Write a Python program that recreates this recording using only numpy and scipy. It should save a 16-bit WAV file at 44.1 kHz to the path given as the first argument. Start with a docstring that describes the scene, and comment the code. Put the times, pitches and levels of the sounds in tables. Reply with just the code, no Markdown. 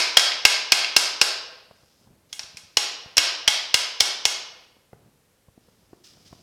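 """The dying ring of a blow already struck, then run after run of cracks: a hand hammer works along the rim
of a steel pan that a boot pins to a concrete workshop floor. Each blow excites damped modes, a noise burst
and a floor thump; a diffuse echo fills the hard room and a limiter ducks after loud blows.
Between the runs the boot knocks (low ring and snap) and shuffles (lumpy noise); at last it scrapes off
the pan (dense grains). Steady hiss and a faint whine lie beneath."""
import sys
import numpy as np
from scipy import signal
from scipy.fft import rfft, irfft
from scipy.io import wavfile
from scipy.ndimage import minimum_filter1d

SR = 44100
rng = np.random.default_rng(int(sys.argv[2]) if len(sys.argv) > 2 else 0)


def to_wav(s):
    """Save 16-bit WAV."""
    ch = np.atleast_2d(s).T  # columns
    pcm = np.round(np.clip(ch, -1, 1) * 32767)  # PCM
    wavfile.write(sys.argv[1], SR, pcm.astype(np.int16))


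def makeup_ratio(level_db):
    """Linear amplitude ratio for a level in decibels (20 dB per factor of ten)."""
    decades = np.asarray(level_db, float) / 20
    return 10 ** decades


N = 283424
LEAD = SR // 4   # samples of run-in, so that earlier sound is already ringing

# All spectra and mode levels are relative; columns are named quantity/unit.
# steady background hiss: (f/Hz, level/dB per Hz)
AIR_SPECTRUM = [(15, -28), (25, 7), (81, 3), (204, 1), (341, -3.5), (542, -1), (674, -7.5), (1610, -11),
                (4920, -14.5), (12400, -16.5), (15500, -24.5), (16800, -29)]
AIR_DB = -64.5   # rms, ahead of the low cut
WHINE_HZ, WHINE_DB = 11900, -87.5

# reverberation of the workshop: (f/Hz, t60/s)
ROOM_DECAY = [(100, 0.28), (300, 0.99), (800, 0.91), (2000, 0.78), (5000, 0.69), (8000, 0.36), (13000, 0.3)]
ROOM_DB, BUILD_S = -6.5, 0.0092   # echo level against the sound fed in; build-up time constant
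FEET_TO_ROOM_DB = -5.5

# low shuffles as the boot shifts its weight: (t/s, hold/s, level/dB)
SHUFFLES = [(1.98, 0.046, -61.5), (2.06, 0.059, -62), (2.24, 0.27, -68.5), (4.92, 0.12, -61),
            (5.57, .2, -67), (5.8, 0.121, -66), (6.09, 0.27, -61), (6.29, 0.086, -64.5)]
# shuffle spectrum: (f/Hz, level/dB per Hz)
SHUFFLE_SPECTRUM = [(30, -6), (100, 6), (250, -2), (600, -10.5), (1500, -20.5), (3000, -46.5)]
SHUFFLE_RISE_S, SHUFFLE_FALL_DB_PER_S = 0.03, 82.5
# grit under the sole dragging over steel: (t/s, hold/s, level/dB)
SCRAPES = [(1.75, .28, -67), (2.29, .02, -61.5), (5.6, .4, -72.5), (6.035, .03, -52), (6.1, .13, -61),
           (6.25, .02, -54), (6.3, .13, -62)]
# scrape spectrum: (f/Hz, level/dB per Hz)
SCRAPE_SPECTRUM = [(710, -52), (1200, -7), (1600, -8), (2200, -5.5), (3150, 0), (4250, 1), (5060, 6.5),
                   (7330, -6), (14000, -20.5)]
SCRAPE_RISE_S, SCRAPE_FALL_DB_PER_S = 0.008, 150.5

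# boot leather and sole knocking: (t/s, level/dB, low ring f/Hz, snap level/dB against the ring)
KNOCKS = [(1.71, -42.5, 127, 5), (1.833, -44.5, 102, -8), (2.073, -38, 127.7, -13.5),
          (2.105, -40.5, 159, -27), (2.438, -40.5, 108, -3), (2.545, -38, 151, -22), (2.635, -45, 135, -8),
          (2.647, -45, 151, -23), (3.059, -32.5, 111, -7.5), (4.739, -56, 212.6, -11),
          (4.767, -50, 283, -4), (4.93, -33.5, 143.2, -1.5), (5.484, -35.5, 106, -14.5),
          (5.577, -38.5, 264.5, -13), (5.684, -42.5, 163, -8), (5.931, -32.5, 350, -8.5),
          (6.17, -43.5, 153, -8), (6.31, -37, 70, -22), (6.327, -33.5, 158, 0), (6.387, -50, 171, -24)]
# snap spectrum: (f/Hz, level/dB per Hz)
SNAP_SPECTRUM = [(150, -25.5), (400, 2), (800, 0), (1500, -13), (2500, -29), (6000, -36)]

# hammer blows, bounces and light taps:
# (t/s, relative level/dB, wall share/dB, treble share/dB, wall resonance f/Hz)
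BLOWS = [(-0.075, 6.5, 2.5, 2, 2410), (0.169, 5.5, 1.5, 1, 3188), (0.1935, -5, -1, -1, 2330),
         (0.317, -21, 15, -8, 2290), (0.45, 5, 2, 1.5, 2650), (0.719, 4, 1, 0, 2517),
         (0.844, -19, 14, -4, 2636), (0.963, 3.5, -0.5, 3.5, 2790), (1.213, 2.5, -1.5, 0.5, 2761),
         (2.327, -26.5, 6, 12.5, 3310), (2.392, -19, -2.5, -1.5, 2600), (2.431, -30, -8, -6.5, 3150),
         (2.569, -27, 0, 5.5, 2506), (2.769, -1, 2, 1, 2920), (3.168, -7, 3.5, 6.5, 2881),
         (3.178, 3, 2.5, -2.5, 2860), (3.476, 1, 4, 1, 3207), (3.741, -0.5, 3, 3, 2915),
         (4.001, -14, 1, 2.5, 3223), (4.004, 0, 1.5, 2.5, 3272), (4.017, -15.5, 0, 0, 2987),
         (4.252, -2.5, 1, 2.5, 2885)]
# struck stretch of rim, changing as the hammer works along it:
# (t/s, rim resonance f/Hz, floor thump level/dB, lowest-mode boom level/dB), levels relative to the blow
RIM = [(.17, 5200, -42, -1), (.5, 5050, -36, 1.5), (1.21, 5200, -34.5, -1.5), (2.77, 5500, -33.5, -8),
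       (3.3, 5450, -30, -9.5), (3.74, 5150, -31.5, -7.5), (4.25, 5400, -31.5, -1.5)]
# modes of the clamped pan: (f/Hz, relative level/dB, t60/s)
PAN_MODES = [(176, -20.5, 0.253), (307, -30.5, .25), (370, -48, 0.099), (503, -24, 0.11),
             (732.4, -25.5, .08), (839, -20, 0.18), (1006, -14, 0.065), (1270, -23, 0.21),
             (1310, -19.5, 0.027), (1592, -11, 0.095), (1978, -9.5, .06), (2168, -8, 0.093),
             (2700, -37, 0.026), (2874, -12.5, 0.15), (3100, -20.5, .05), (3250, -30, 0.043),
             (3456, -24, 0.26), (3310, -10, 0.16), (3520, -37.5, .04), (4150, -9.5, 0.12),
             (4078, -21.5, 0.017), (4900, -25, 0.15), (4520, -20, 0.036), (4920, -12, 0.21),
             (5200, -4.5, 0.069), (5615, 1, .05), (5948, 0, 0.017), (6200, -27, 0.019), (6404, -12.5, .04),
             (6660, -2.5, .03), (6760, -19, 0.074), (8900, -39, 0.01)]
# spectrum of the crack: (f/Hz, level/dB per Hz)
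CRACK_SPECTRUM = [(70, -62.5), (150, -37), (260, -29), (420, -10.5), (700, -6.5), (1200, -7), (1800, -5),
                  (2800, -5), (4000, -2), (5300, -3), (6400, -9), (8500, -10.5), (11000, -17), (14000, -28),
                  (16500, -36.5)]
# pan wall resonance in the close crack: (width f/Hz, height level/dB)
WALL_PEAK = (280, 13.17)
# rim resonance in the close crack: (width f/Hz, height level/dB)
RIM_PEAK = (860, 12.07)

BOOM_HZ, WALL_HZ, RIM_HZ, TREBLE_HZ = 220, 1800, 3700, 6400   # where parts of the pan take over
FLOOR_SHARE_DB, FLOOR_DB_PER_DB = 1.5, 0.08   # harder blows move more of the pan floor
RING_DB, SCATTER_DB = -18, 3   # offset of all modes; chance spread from mode to mode
CRACK_DB, CRACK_T60_S, CLANG_DB, CLANG_T60_S = 0.5, 0.023, -8, 0.068
EVENNESS = 0.3   # share of the chance ripple taken out of each crack's spectrum
TICK_DB, TICK_S = -2, 0.0022   # steel-on-steel tick: energy against the crack, delay after first touch
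ROOM_PEAK_SHARE = 0.53   # resonances stand out less once averaged over all directions
THUMP_HZ, THUMP_T60_S = 85, 0.05
SHEET_LOW_HZ = 260   # thin sheet radiates no bass
BURST = 4096   # samples of each crack

LOW_CUT_HZ = 58
LIMIT_DB, LIMIT_SHARE = -6, 0.21   # threshold; share of the excess turned into ducking
ATTACK_S, HOLD_S, RELEASE_DB_PER_S = 0.012, 0.038, 706


def rms_one(x):
    """Power normalisation: scales to rms 1."""
    return x / np.sqrt(np.mean(x ** 2) + 1e-20)


def at_hz(points, hz):
    """Logarithmic frequency axis: interpolates a table along it."""
    table = np.array(points)
    return np.interp(np.log(hz + 1), np.log(table[:, 0]), table[:, 1])


def coloured(x, spectrum):
    """Linear filtering: multiplies by the spectrum; white noise of rms 1 stays rms 1."""
    gain = makeup_ratio(at_hz(spectrum, np.fft.rfftfreq(len(x), 1 / SR)))
    return irfft(rfft(x) * rms_one(gain), len(x))


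def clicks(times, sizes):
    """Impulse excitation: single samples on the run-in time axis."""
    out = np.full(LEAD + N, 1e-18)
    out[(np.asarray(times) * SR).astype(int) + LEAD] = sizes
    return out


def ring(x, hz, t60):
    """Damped harmonic oscillator: a unit click starts a decaying sine of initial height 1."""
    r, w = makeup_ratio(-60 / (t60 * SR)), 2 * np.pi * hz / SR
    return signal.lfilter([0, np.sin(w)], [1, -2 * r * np.cos(w), r * r], x)


def peak(hz, centre_hz, width_hz, top_db):
    """Resonance: a response standing top_db above its surroundings."""
    detuning = (hz ** 2 - centre_hz ** 2) / (hz * width_hz + 1)
    return 1 + (makeup_ratio(top_db) - 1) / (1 + 1j * detuning)


def strokes(rows, rise_s, fall_db_per_s):
    """Incoherent addition: strokes swell, hold and die away exponentially, and their powers add."""
    t, power = (np.arange(LEAD + N) - LEAD) / SR, 0
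    for s, held_s, level_db in rows:
        swell = np.clip((t - s) / rise_s, 0, 1)
        falling_s = np.maximum(t - s - rise_s - held_s, 0)
        power = power + (swell * makeup_ratio(level_db - fall_db_per_s * falling_s)) ** 2
    return np.sqrt(power)


def air():
    """Stationary noise: steady room and microphone hiss, with a faint electrical whine."""
    t = np.arange(N) / SR
    hiss = makeup_ratio(AIR_DB) * coloured(rng.standard_normal(N), AIR_SPECTRUM)
    return hiss + makeup_ratio(WHINE_DB) * np.sin(2 * np.pi * WHINE_HZ * t)


def shop(x):
    """Diffuse reverberation: third-octave noise bands build up fast and die each at its own rate."""
    t, echo = np.arange(SR) / SR, 0
    edges = 40 * 2 ** np.arange(0, 8.8, 1 / 3)
    white = rng.standard_normal((2, SR))   # neighbouring bands take different noise
    for k, (low, high) in enumerate(zip(edges, edges[1:])):
        band_pass = signal.butter(2, [low, high], "band", fs=SR, output="sos")
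        band = signal.sosfilt(band_pass, white[k % 2])
        t60 = at_hz(ROOM_DECAY, np.sqrt(low * high))
        echo = echo + band * makeup_ratio(-60 * t / t60) / np.sqrt(t60)
    echo = echo * (1 - np.exp(-t / BUILD_S))
    return signal.fftconvolve(x, echo / np.sqrt(np.sum(echo ** 2)))[:len(x)]


def boot():
    """Friction noise: a lumpy low shuffle, and grit dragged over steel as dense small grains."""
    size = LEAD + N
    lumps = rms_one(signal.lfilter([1], [1, -1.99, .990025], rng.standard_normal(size)))
    shuffle = coloured(rng.standard_normal(size), SHUFFLE_SPECTRUM) * makeup_ratio(1.7 * lumps)
    grains = rng.standard_normal(size) * makeup_ratio(rng.exponential(1, size))
    grains = grains * (rng.random(size) < .15)
    scrape = coloured(rms_one(grains), SCRAPE_SPECTRUM)
    return (shuffle * strokes(SHUFFLES, SHUFFLE_RISE_S, SHUFFLE_FALL_DB_PER_S)
            + scrape * strokes(SCRAPES, SCRAPE_RISE_S, SCRAPE_FALL_DB_PER_S))


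def knocks():
    """Heavy damping: dull clicks of a brief low ring and a short snap of noise."""
    out, t = np.zeros(LEAD + N), np.arange(2048) / SR
    for (s, level_db, hz, snap_db), noise in zip(KNOCKS, rng.standard_normal((len(KNOCKS), 2048))):
        body = np.sin(2 * np.pi * hz * t) * makeup_ratio(-60 * t / 0.021)
        snap_shape = makeup_ratio(-60 * t / .025) * (1 - np.exp(-t / .001))
        snap = makeup_ratio(snap_db) * coloured(noise, SNAP_SPECTRUM) * snap_shape
        at = int(s * SR) + LEAD
        out[at:at + 2048] += (makeup_ratio(level_db) * (body + snap))[:len(out) - at]
    return out


def pan_ring(s, blow_db, floor_db, boom_db, wall_db, treble_db):
    """Modal superposition: every contact strikes all modes of the pan anew."""
    out = np.zeros(LEAD + N)
    chance = rng.standard_normal((len(s), len(PAN_MODES)))
    late = rng.uniform(0.00041, .002, (len(s), len(PAN_MODES)))   # s; bending waves reach parts apart
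    shares_db = [floor_db + boom_db, floor_db, wall_db, 0, treble_db]
    for k, (mode_hz, level_db, t60) in enumerate(PAN_MODES):
        share_db = shares_db[np.searchsorted([BOOM_HZ, WALL_HZ, RIM_HZ, TREBLE_HZ], mode_hz)]
        sizes = makeup_ratio(blow_db + share_db + RING_DB + level_db + SCATTER_DB * chance[:, k])
        out += ring(clicks(s + late[:, k], sizes), mode_hz, t60)
    return out


def cracks(s, blow_db, floor_db, wall_db, treble_db, wall_hz, rim_hz):
    """High modal density: countless close modes act as a noise burst; returns it close and all-round."""
    close, all_round = np.zeros((2, LEAD + N))
    hz, t = np.fft.rfftfreq(BURST, 1 / SR), np.arange(BURST) / SR
    # a sharp crack, then a clang that the boot damps quickly
    burst = makeup_ratio(-60 * t / CRACK_T60_S) + makeup_ratio(CLANG_DB - 60 * t / CLANG_T60_S)
    burst = burst * (1 - np.exp(-(t / .002) ** 3))
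    size = np.sqrt(np.sum(burst ** 2))
    tick = makeup_ratio(TICK_DB) * size * np.exp(-2j * np.pi * hz * TICK_S)
    fade = np.minimum(t / .0015, 1) * np.clip(2 - 2 * t / t[-1], 0, 1) ** 2
    for i, noise in enumerate(rng.standard_normal((len(s), BURST))):
        waves = rfft(noise * burst)
        waves = waves * (size / np.abs(waves)) ** EVENNESS + tick
        shares = [(1300, floor_db[i]), (2600, wall_db[i]), (5000, 0), (8500, treble_db[i])]   # (f/Hz, level/dB)
        colour = makeup_ratio(at_hz(shares, hz) + blow_db[i] + CRACK_DB)
        ringing = peak(hz, wall_hz[i], *WALL_PEAK) * peak(hz, rim_hz[i], *RIM_PEAK) / makeup_ratio(RIM_PEAK[1])
        # summed over all directions the ripple of one listening spot is gone
        smooth = size * waves / np.abs(waves) * ringing ** ROOM_PEAK_SHARE
        at = int(s[i] * SR) + LEAD
        close[at:at + BURST] += coloured(irfft(waves * ringing * colour), CRACK_SPECTRUM) * fade
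        all_round[at:at + BURST] += coloured(irfft(smooth * colour), CRACK_SPECTRUM) * fade
    return close, all_round


def hammer():
    """Impact excitation: each contact rings, cracks and thumps; returns close, all-round and thump."""
    s, blow_db, wall_db, treble_db, wall_hz = np.transpose(BLOWS)
    floor_db = FLOOR_SHARE_DB + FLOOR_DB_PER_DB * blow_db
    rim_s, *along = np.transpose(RIM)
    rim_hz, thump_db, boom_db = [np.interp(s, rim_s, column) for column in along]
    thump = ring(clicks(s, makeup_ratio(blow_db + thump_db)), THUMP_HZ, THUMP_T60_S)
    modes = pan_ring(s, blow_db, floor_db, boom_db, wall_db, treble_db)
    close, all_round = cracks(s, blow_db, floor_db, wall_db, treble_db, wall_hz, rim_hz)
    return modes + close, modes + all_round, thump


def scene():
    """Superposition: close sound plus room, heard by one microphone on both channels."""
    steel, radiated, thump = hammer()
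    feet = knocks()
    thin = signal.butter(4, SHEET_LOW_HZ, "high", fs=SR, output="sos")
    steel, radiated = signal.sosfilt(thin, [steel, radiated])
    room = makeup_ratio(ROOM_DB) * shop(radiated + makeup_ratio(FEET_TO_ROOM_DB) * feet)
    mix = steel + thump + feet + boot() + room
    return np.tile(mix[LEAD:] + air(), (2, 1))


def band_limit(x):
    """A steep low-pass at the top of the band."""
    return signal.sosfilt(signal.butter(12, 16920, fs=SR, output="sos"), x)


def record(dry):
    """Dynamic limiting: gain lags the first swing, which may clip, holds down, then recovers steadily."""
    dry = signal.sosfilt(signal.butter(2, LOW_CUT_HZ, "high", fs=SR, output="sos"), dry)
    level_db = 20 * np.log10(np.abs(dry[0]) + 1e-9)
    over_db = np.maximum(level_db - LIMIT_DB, 0) * LIMIT_SHARE
    hold = int(HOLD_S * SR) | 1
    held_db = -minimum_filter1d(-over_db, size=hold, origin=hold // 2)   # greatest of the recent past
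    slope = RELEASE_DB_PER_S * np.arange(N) / SR
    duck_db = np.maximum.accumulate(held_db + slope) - slope
    r = np.exp(-1 / (ATTACK_S * SR))
    duck_db = signal.lfilter([1 - r], [1, -r], duck_db)
    mix = np.clip(dry * makeup_ratio(-duck_db), -1, 1)
    return band_limit(mix)


dry = scene()
out = record(dry)
to_wav(out)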